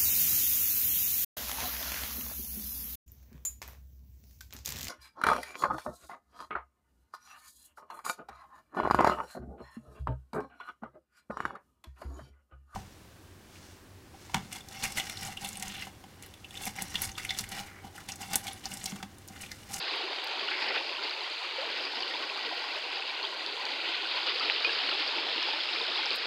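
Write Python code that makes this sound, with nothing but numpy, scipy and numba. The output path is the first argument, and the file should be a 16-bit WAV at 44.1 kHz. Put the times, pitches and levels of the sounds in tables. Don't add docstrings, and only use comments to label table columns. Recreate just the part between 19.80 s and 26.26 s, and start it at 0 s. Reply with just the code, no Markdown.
import sys
import numpy as np
from scipy import signal
from scipy.fft import rfft, irfft
from scipy.io import wavfile
from numba import njit

SR = 44100
rng = np.random.default_rng(int(sys.argv[2]) if len(sys.argv) > 2 else 0)


def file_out(sig):
    cols = np.atleast_2d(sig).T
    lim = np.clip(cols, -1, 1)
    pcm = np.round(lim * 32767).astype(np.int16)
    wavfile.write(sys.argv[1], SR, pcm)


N = 284886

BUBBLES_PER_S, BUBBLE_LOW_HZ, BUBBLE_HIGH_HZ = 7000, 200, 15500
BUBBLE_T60_CYCLES = 25.6
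MEAN_RISE_PER_CYCLE = 0.00413
SIZE_SPREAD_DB, SWARM_DB = 2.5, -5


def swarm():
    draw = rng.random((200000, 6))
    t_s = np.cumsum(-np.log(1 - draw[:, 0])) / BUBBLES_PER_S
    draw, t_s = draw[t_s < N / SR], t_s[t_s < N / SR]
    start = (t_s * SR).astype(np.int64)
    low, high = BUBBLE_LOW_HZ ** .75, BUBBLE_HIGH_HZ ** .75
    hz = (low + (high - low) * draw[:, 1]) ** (4 / 3)
    t60_cycles = BUBBLE_T60_CYCLES * (0.25 + 1.67 * draw[:, 2])
    t60_s = t60_cycles / hz * (1 + 0.3 / (1 + (hz / 700) ** 2))
    spread_db = SIZE_SPREAD_DB * (hz / 1000) ** -.06
    size_db = spread_db * (-np.log(1 - .95 * draw[:, 3]) - 1)
    clump_db = 1.25 * drift(8.6)[start] + 0.85 * drift(42.0)[start] + 1.13 * drift(130.0)[start]
    births_per_s = BUBBLES_PER_S * hz ** .75 * np.log(2) / 4 / (high - low)
    crowd = np.sqrt(births_per_s * BUBBLE_T60_CYCLES / hz / (4 * np.log(1000)))
    near_db = 0.58 * np.maximum(np.log2(1200 / hz), 0)
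    level_db = SWARM_DB + near_db + water_db(t_s, hz) + size_db + clump_db
    height = from_db(level_db) / crowd * np.sign(draw[:, 4] - .5)
    rise_per_cycle = 2 * MEAN_RISE_PER_CYCLE * draw[:, 5] * (2000 / hz) ** .8
    out = np.zeros(N)
    ring_damped(out, start, hz, height, t60_s, rise_per_cycle, .8)
    return out


RUSH_DB = -8


def rush(patchy_db):
    out, together, t_s = 0, drift(1.8), np.arange(N) / SR
    edges_hz = 140 * 2 ** (np.arange(22) / 3)
    white = rng.standard_normal((2, N))
    for k, (low_hz, high_hz) in enumerate(zip(edges_hz, edges_hz[1:])):
        band = bandpass(white[k % 2], 3, low_hz, high_hz)
        waver_db = patchy_db * (.5 * together + drift(7.2))
        thin_db = -3.0 * max(np.log2(1200 / low_hz), 0)
        level_db = RUSH_DB + thin_db + water_db(t_s, np.sqrt(low_hz * high_hz)) + waver_db
        out = out + from_db(level_db) * rms_one(band)
    return out


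# t/s, fizz level/dB, low-gurgle rise/dB
FLOW = [(0, -36.5, 3), (.45, -38, 0.5), (.9, -37, 4), (1.6, -38.5, -1.5), (2.05, -38, 1.5), (2.6, -39, -1),
        (3.2, -38, 0.5), (3.8, -38, 0), (4.1, -36, -1), (4.35, -35, 0.5), (4.65, -32.5, 2), (5.4, -33, 4.5),
        (5.9, -34.5, 0.5), (6.2, -32, 3.5), (6.46, -35, 1)]
# f/Hz, third-octave level/dB before source gains
WATER = [(250, -59.5), (340, -48.5), (450, -49.5), (630, -50.5), (870, -43), (1250, -47), (1700, -45.5),
         (2100, -42.5), (2700, -37), (3500, -39.5), (4700, -37), (6000, -35.5), (8000, -68), (10500, -55.5),
         (15000, -55)]
# f/Hz, share/1
FOLLOWS = [(400, -0.038), (900, -0.12), (1400, 0.89), (2100, 0.52), (3500, 1.26), (7000, -0.22),
           (12000, -0.71)]
# start t/s, length/s, f/Hz, rise/dB
GUSHES = [(0.71, 0.274, 1900, 6.5), (1.832, .35, 1680, 1.5), (3.95, .22, 2720, 1.5),
          (4.555, .4, 1410, -0.5), (6.097, 0.18, 1170, 1.5)]
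CALM_DB, GURGLE_TOP_HZ = -38, 800
GUSH_EDGE_S, GUSH_OCTAVES = 0.023, 0.47


def water_db(t_s, hz):
    times_s, fizz_db, gurgle_db = np.transpose(FLOW)
    fizz_swell_db = at_hz(FOLLOWS, hz) * (np.interp(t_s, times_s, fizz_db) - CALM_DB)
    gurgle_swell_db = np.interp(t_s, times_s, gurgle_db) / (1 + (hz / GURGLE_TOP_HZ) ** 4)
    gush_db = 0
    for start_s, length_s, centre_hz, rise_db in GUSHES:
        inside_s = np.minimum(t_s - start_s, start_s + length_s - t_s)
        gate = np.clip(inside_s / GUSH_EDGE_S + .5, 0, 1)
        gush_db = gush_db + rise_db * gate * np.exp(-(np.log2(hz / centre_hz) / GUSH_OCTAVES) ** 2)
    return at_hz(WATER, hz) + fizz_swell_db + gurgle_swell_db + gush_db


# t/s, f/Hz, nominal peak level/dB, ring to -60 dB/cycles
PLOPS_AND_KNOCK = [(0.0277, 4020, -27, 38), (0.233, 334, -40, 55), (0.2956, 368, -39.5, 48),
                   (0.3083, 575, -36, 24), (0.472, 4700, -26, 52), (0.5363, 726, -36, 60),
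                   (0.5947, 3360, -23.5, 45), (0.681, 2790, -23, 54), (0.6857, 1430, -29.5, 52),
                   (0.9606, 402, -40, 68), (1.191, 1390, -33, 57), (1.2355, 4540, -27, 130),
                   (1.2841, 2960, -30, 56), (1.2954, 4200, -26, 68), (1.3085, 4620, -28, 90),
                   (1.3115, 1420, -32, 43), (1.7827, 514, -32.5, 120), (1.8278, 638, -36, 75),
                   (2.206, 4800, -25, 53), (2.2236, 4550, -23, 73), (2.232, 2860, -24, 49),
                   (2.311, 1850, -31.5, 72), (2.3402, 3500, -25.5, 60), (2.431, 1090, -33, 48),
                   (2.4982, 2490, -23.5, 33), (2.5008, 593, -40, 51), (2.5784, 1190, -35, 60),
                   (2.7233, 660, -30.5, 24), (2.9643, 574, -34.5, 44), (3.223, 2600, -23, 47),
                   (3.3766, 2840, -26, 54), (3.429, 4320, -26, 90), (3.4502, 3350, -21, 50),
                   (3.6632, 4370, -20, 36), (3.738, 423, -39, 33), (3.8534, 4520, -20, 36),
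                   (4.2533, 1500, -31, 56), (4.5542, 460, -35, 37), (4.5968, 4720, -24, 85),
                   (4.6082, 1250, -26, 40), (4.7208, 3950, -23, 73), (4.7357, 3000, -25, 66),
                   (4.8465, 4500, -22, 60), (4.8468, 1890, -32, 20), (4.8461, 434, -36.5, 40),
                   (4.847, 2460, -20, 240), (4.8487, 1280, -22, 17), (4.892, 1640, -26.5, 59),
                   (4.8942, 2770, -21.5, 44), (5.1144, 1320, -29.5, 60), (5.2775, 4560, -23, 66),
                   (5.374, 853, -31.5, 70), (5.553, 257, -43, 52), (5.628, 5070, -23, 50),
                   (5.6861, 837, -25.5, 29), (5.7327, 850, -30.5, 57), (5.805, 3350, -23.5, 100),
                   (5.889, 2910, -21, 57), (5.96, 2320, -22.5, 69), (6.0078, 950, -30, 42),
                   (6.0143, 3730, -20, 41), (6.0817, 608, -33, 38), (6.1874, 830, -30, 53),
                   (6.258, 5200, -22, 58), (6.2598, 797, -31.5, 39), (6.306, 4260, -17.5, 58)]
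CLIMB_HZ, CLIMB_FALL = 244, 0.55
PLOP_LOW_HZ, PLOP_TOP_HZ = 200, 6300


def plops_and_knock():
    t_s, hz, peak_db, cycles = np.transpose(PLOPS_AND_KNOCK)
    height = from_db(peak_db + 1.5)
    climb_hz = CLIMB_HZ * (hz / 1000) ** -CLIMB_FALL
    out = np.zeros(N)
    ring_damped(out, (t_s * SR).astype(np.int64), hz, height, cycles / hz, climb_hz / hz / cycles, .6)
    return bandpass(out, 4, PLOP_LOW_HZ, PLOP_TOP_HZ)


# t/s, f/Hz, envelope peak level/dB, Gaussian sigma/s
POP = (4.6993, 2350, -10.3, .00032)


def pop():
    t_s, hz, peak_db, sigma_s = POP
    since_s = np.arange(N) / SR - t_s
    return from_db(peak_db) * np.exp(-(since_s / sigma_s) ** 2 / 2) * np.sin(2 * np.pi * hz * since_s)


# t/s, peak level/dB, lowest f/Hz, highest f/Hz, decay/s
TICKS = [(.158, -48, 7500, 12000, .003), (.4432, -36, 6500, 17000, 0.00072),
         (0.473, -46, 5000, 11500, .0008), (1.235, -46, 5000, 7000, .002), (1.5, -46, 6500, 8000, .002),
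         (3.6628, -46, 3500, 11000, .0008), (3.853, -42, 5000, 7450, 0.003),
         (4.5495, -50, 8000, 17000, .001), (6.352, -44, 9500, 17000, .005), (6.359, -33, 6500, 14500, .002),
         (6.367, -47, 6500, 13000, .005)]


def ticks():
    out, since_s = np.zeros(N), np.arange(2000) / SR
    for t_s, peak_db, low_hz, high_hz, decay_s in TICKS:
        noise = rng.standard_normal(len(since_s)) * np.exp(-since_s / max(decay_s, 2e-4))
        burst = bandpass(noise, 2, low_hz, high_hz)
        out[round(t_s * SR):][:len(since_s)] += from_db(peak_db) * burst / abs(burst).max()
    return out


FLECKS_PER_S, FLECK_T60_CYCLES = 40, 30
FLECK_FLOOR_DB, FLECK_SPREAD_DB = -66, 4


def flecks():
    draw = rng.random((2000, 3))
    t_s = np.cumsum(-np.log(1 - draw[:, 0])) / FLECKS_PER_S
    draw, t_s = draw[t_s < N / SR], t_s[t_s < N / SR]
    hz = 5800 * 2.2 ** draw[:, 1] ** 1.4
    spread_db = -FLECK_SPREAD_DB * np.log(1 - .97 * draw[:, 2])
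    height = from_db(FLECK_FLOOR_DB + spread_db - 7.0 * np.log2(hz / 6000))
    out = np.zeros(N)
    ring_damped(out, (t_s * SR).astype(np.int64), hz, height, FLECK_T60_CYCLES / hz, np.zeros(len(t_s)), 2.5)
    return out


HISS_DB, HISS_LOW_HZ, HISS_FALL_HZ = -63, 4980, 6500


def hiss():
    high = highpass(rng.standard_normal(N), HISS_LOW_HZ)
    falling = signal.sosfilt(signal.butter(3, HISS_FALL_HZ, fs=SR, output="sos"), high)
    return from_db(HISS_DB + 1.0 * drift(14.0) + 1.0 * drift(40.0)) * rms_one(falling)


HUM_HZ, HUM_DB, HUM_WAVER_DB = 43, -91, 2.9


def hum():
    tone = np.sqrt(2) * np.sin(2 * np.pi * HUM_HZ * np.arange(N) / SR)
    return from_db(HUM_DB + HUM_WAVER_DB * drift(4.0)) * tone


RUMBLE_DB, RUMBLE_WAVER_DB = -89.5, 4.5
SWAY_DB, SWAY_RATE_HZ = -88, 9


def rumble():
    noise = rms_one(bandpass(rng.standard_normal(N), 2, 85, 150))
    sway = from_db(SWAY_DB) * drift(SWAY_RATE_HZ)
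    return from_db(RUMBLE_DB + RUMBLE_WAVER_DB * drift(7.5)) * noise + sway


# t/s, strength/1
ROCK = [(0, 0.13), (1.9, 0.1), (2.4, 0.4), (2.75, 0.85), (3.0, 0.14), (3.35, 0.4), (3.8, .25), (4.1, 0.35),
        (4.7, 0.02), (6.46, 0.02)]
ROCK_LAG_S, ROCK_HZ, ROCK_OCTAVES = .00203, 1520, .42


def rock(x):
    hz = bin_hz()
    band = np.exp(-(np.log2(hz / ROCK_HZ) / ROCK_OCTAVES) ** 4 - 2j * np.pi * hz * ROCK_LAG_S)
    strength = np.clip(np.interp(np.arange(N) / SR, *np.transpose(ROCK)), 0, 1)
    return x + strength * irfft(rfft(x) * band, N)


# t/s, lower edge f/Hz, upper edge f/Hz
EDGES = [(0, 250, 5080), (.55, 260, 4920), (.85, 247, 5250), (1.2, 260, 5040), (1.45, 313, 4970),
         (1.75, 330, 4900), (1.85, 250, 5020), (2.05, 228, 5260), (2.5, 247, 5000), (3.0, 256, 5100),
         (3.3, 307, 5020), (3.6, 234, 4880), (4.1, 230, 4970), (4.35, 285, 5050), (4.65, 240, 5160),
         (6.46, 240, 5220)]
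TREBLE_DB, TREBLE_LOW_HZ, TREBLE_LAG_SAMPLES = -20.5, 5700, 400


def suppressor(x):
    t_s, low_hz, high_hz = np.transpose(EDGES)
    now_s = np.arange(N) / SR
    thinned = wander(x, np.interp(now_s, t_s, low_hz), power=-6.0, count=3)
    main = wander(thinned, np.interp(now_s, t_s, high_hz), power=34.0, count=4)
    return main + from_db(TREBLE_DB) * highpass(np.roll(x, TREBLE_LAG_SAMPLES), TREBLE_LOW_HZ)


def wander(x, edge_hz, power, count):
    steps_hz = np.linspace(edge_hz.min(), edge_hz.max(), count)
    place = np.interp(edge_hz, steps_hz, np.arange(count))
    hz, spectrum, out = bin_hz(), rfft(x), 0
    for k, step_hz in enumerate(steps_hz):
        share = np.clip(1 - abs(place - k), 0, 1)
        out = out + share * irfft(spectrum / (1 + (hz / step_hz) ** power), N)
    return out


@njit
def ring_damped(out, start, hz, height, t60_s, rise_per_cycle, swell_cycles):
    for k in range(len(start)):
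        phase, step = 0.0, 2 * np.pi * hz[k] / SR
        fade = 1e-3 ** (1 / (t60_s[k] * SR))
        climb = 1 + rise_per_cycle[k] * hz[k] / SR
        level, onset, grow = height[k], 1.0, np.exp(-hz[k] / SR / swell_cycles)
        for i in range(start[k], min(len(out), start[k] + int(t60_s[k] * SR))):
            out[i] += level * (1 - onset) * np.sin(phase)
            phase += step
            step = min(step * climb, 3.0)
            level *= fade
            onset *= grow


def drift(rate_hz):
    r = np.exp(-80 * np.pi * rate_hz / SR)
    slow = signal.lfilter([1], [1, -2 * r, r * r], rng.standard_normal(N // 40 + 2002))[2000:]
    return np.interp(np.arange(N) / 40, np.arange(len(slow)), rms_one(slow))


def bandpass(x, order, low_hz, high_hz):
    return signal.sosfilt(signal.butter(order, [low_hz, high_hz], "band", fs=SR, output="sos"), x)


def highpass(x, low_hz):
    return signal.sosfilt(signal.butter(6, low_hz, "high", fs=SR, output="sos"), x)


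def bin_hz():
    return np.arange(1, N // 2 + 2) * SR / N


def at_hz(points, hz):
    table_hz, value = np.transpose(points)
    return np.interp(np.log(hz), np.log(table_hz), value)


def from_db(db):
    return 10 ** (np.asarray(db) / 20)


def rms_one(x):
    return x / np.sqrt(np.mean(x ** 2) + 1e-20)


def scene():
    water = suppressor(rock(swarm() + rush(patchy_db=1.5)))
    details = plops_and_knock() + pop() + ticks() + flecks()
    background = hiss() + hum() + rumble()
    return (water + details + background)[None]


CUTOFF_HZ = 15750


def record(dry):
    return signal.sosfilt(signal.ellip(12, .5, 60, CUTOFF_HZ, fs=SR, output="sos"), dry)


dry = scene()
out = record(dry)
file_out(out)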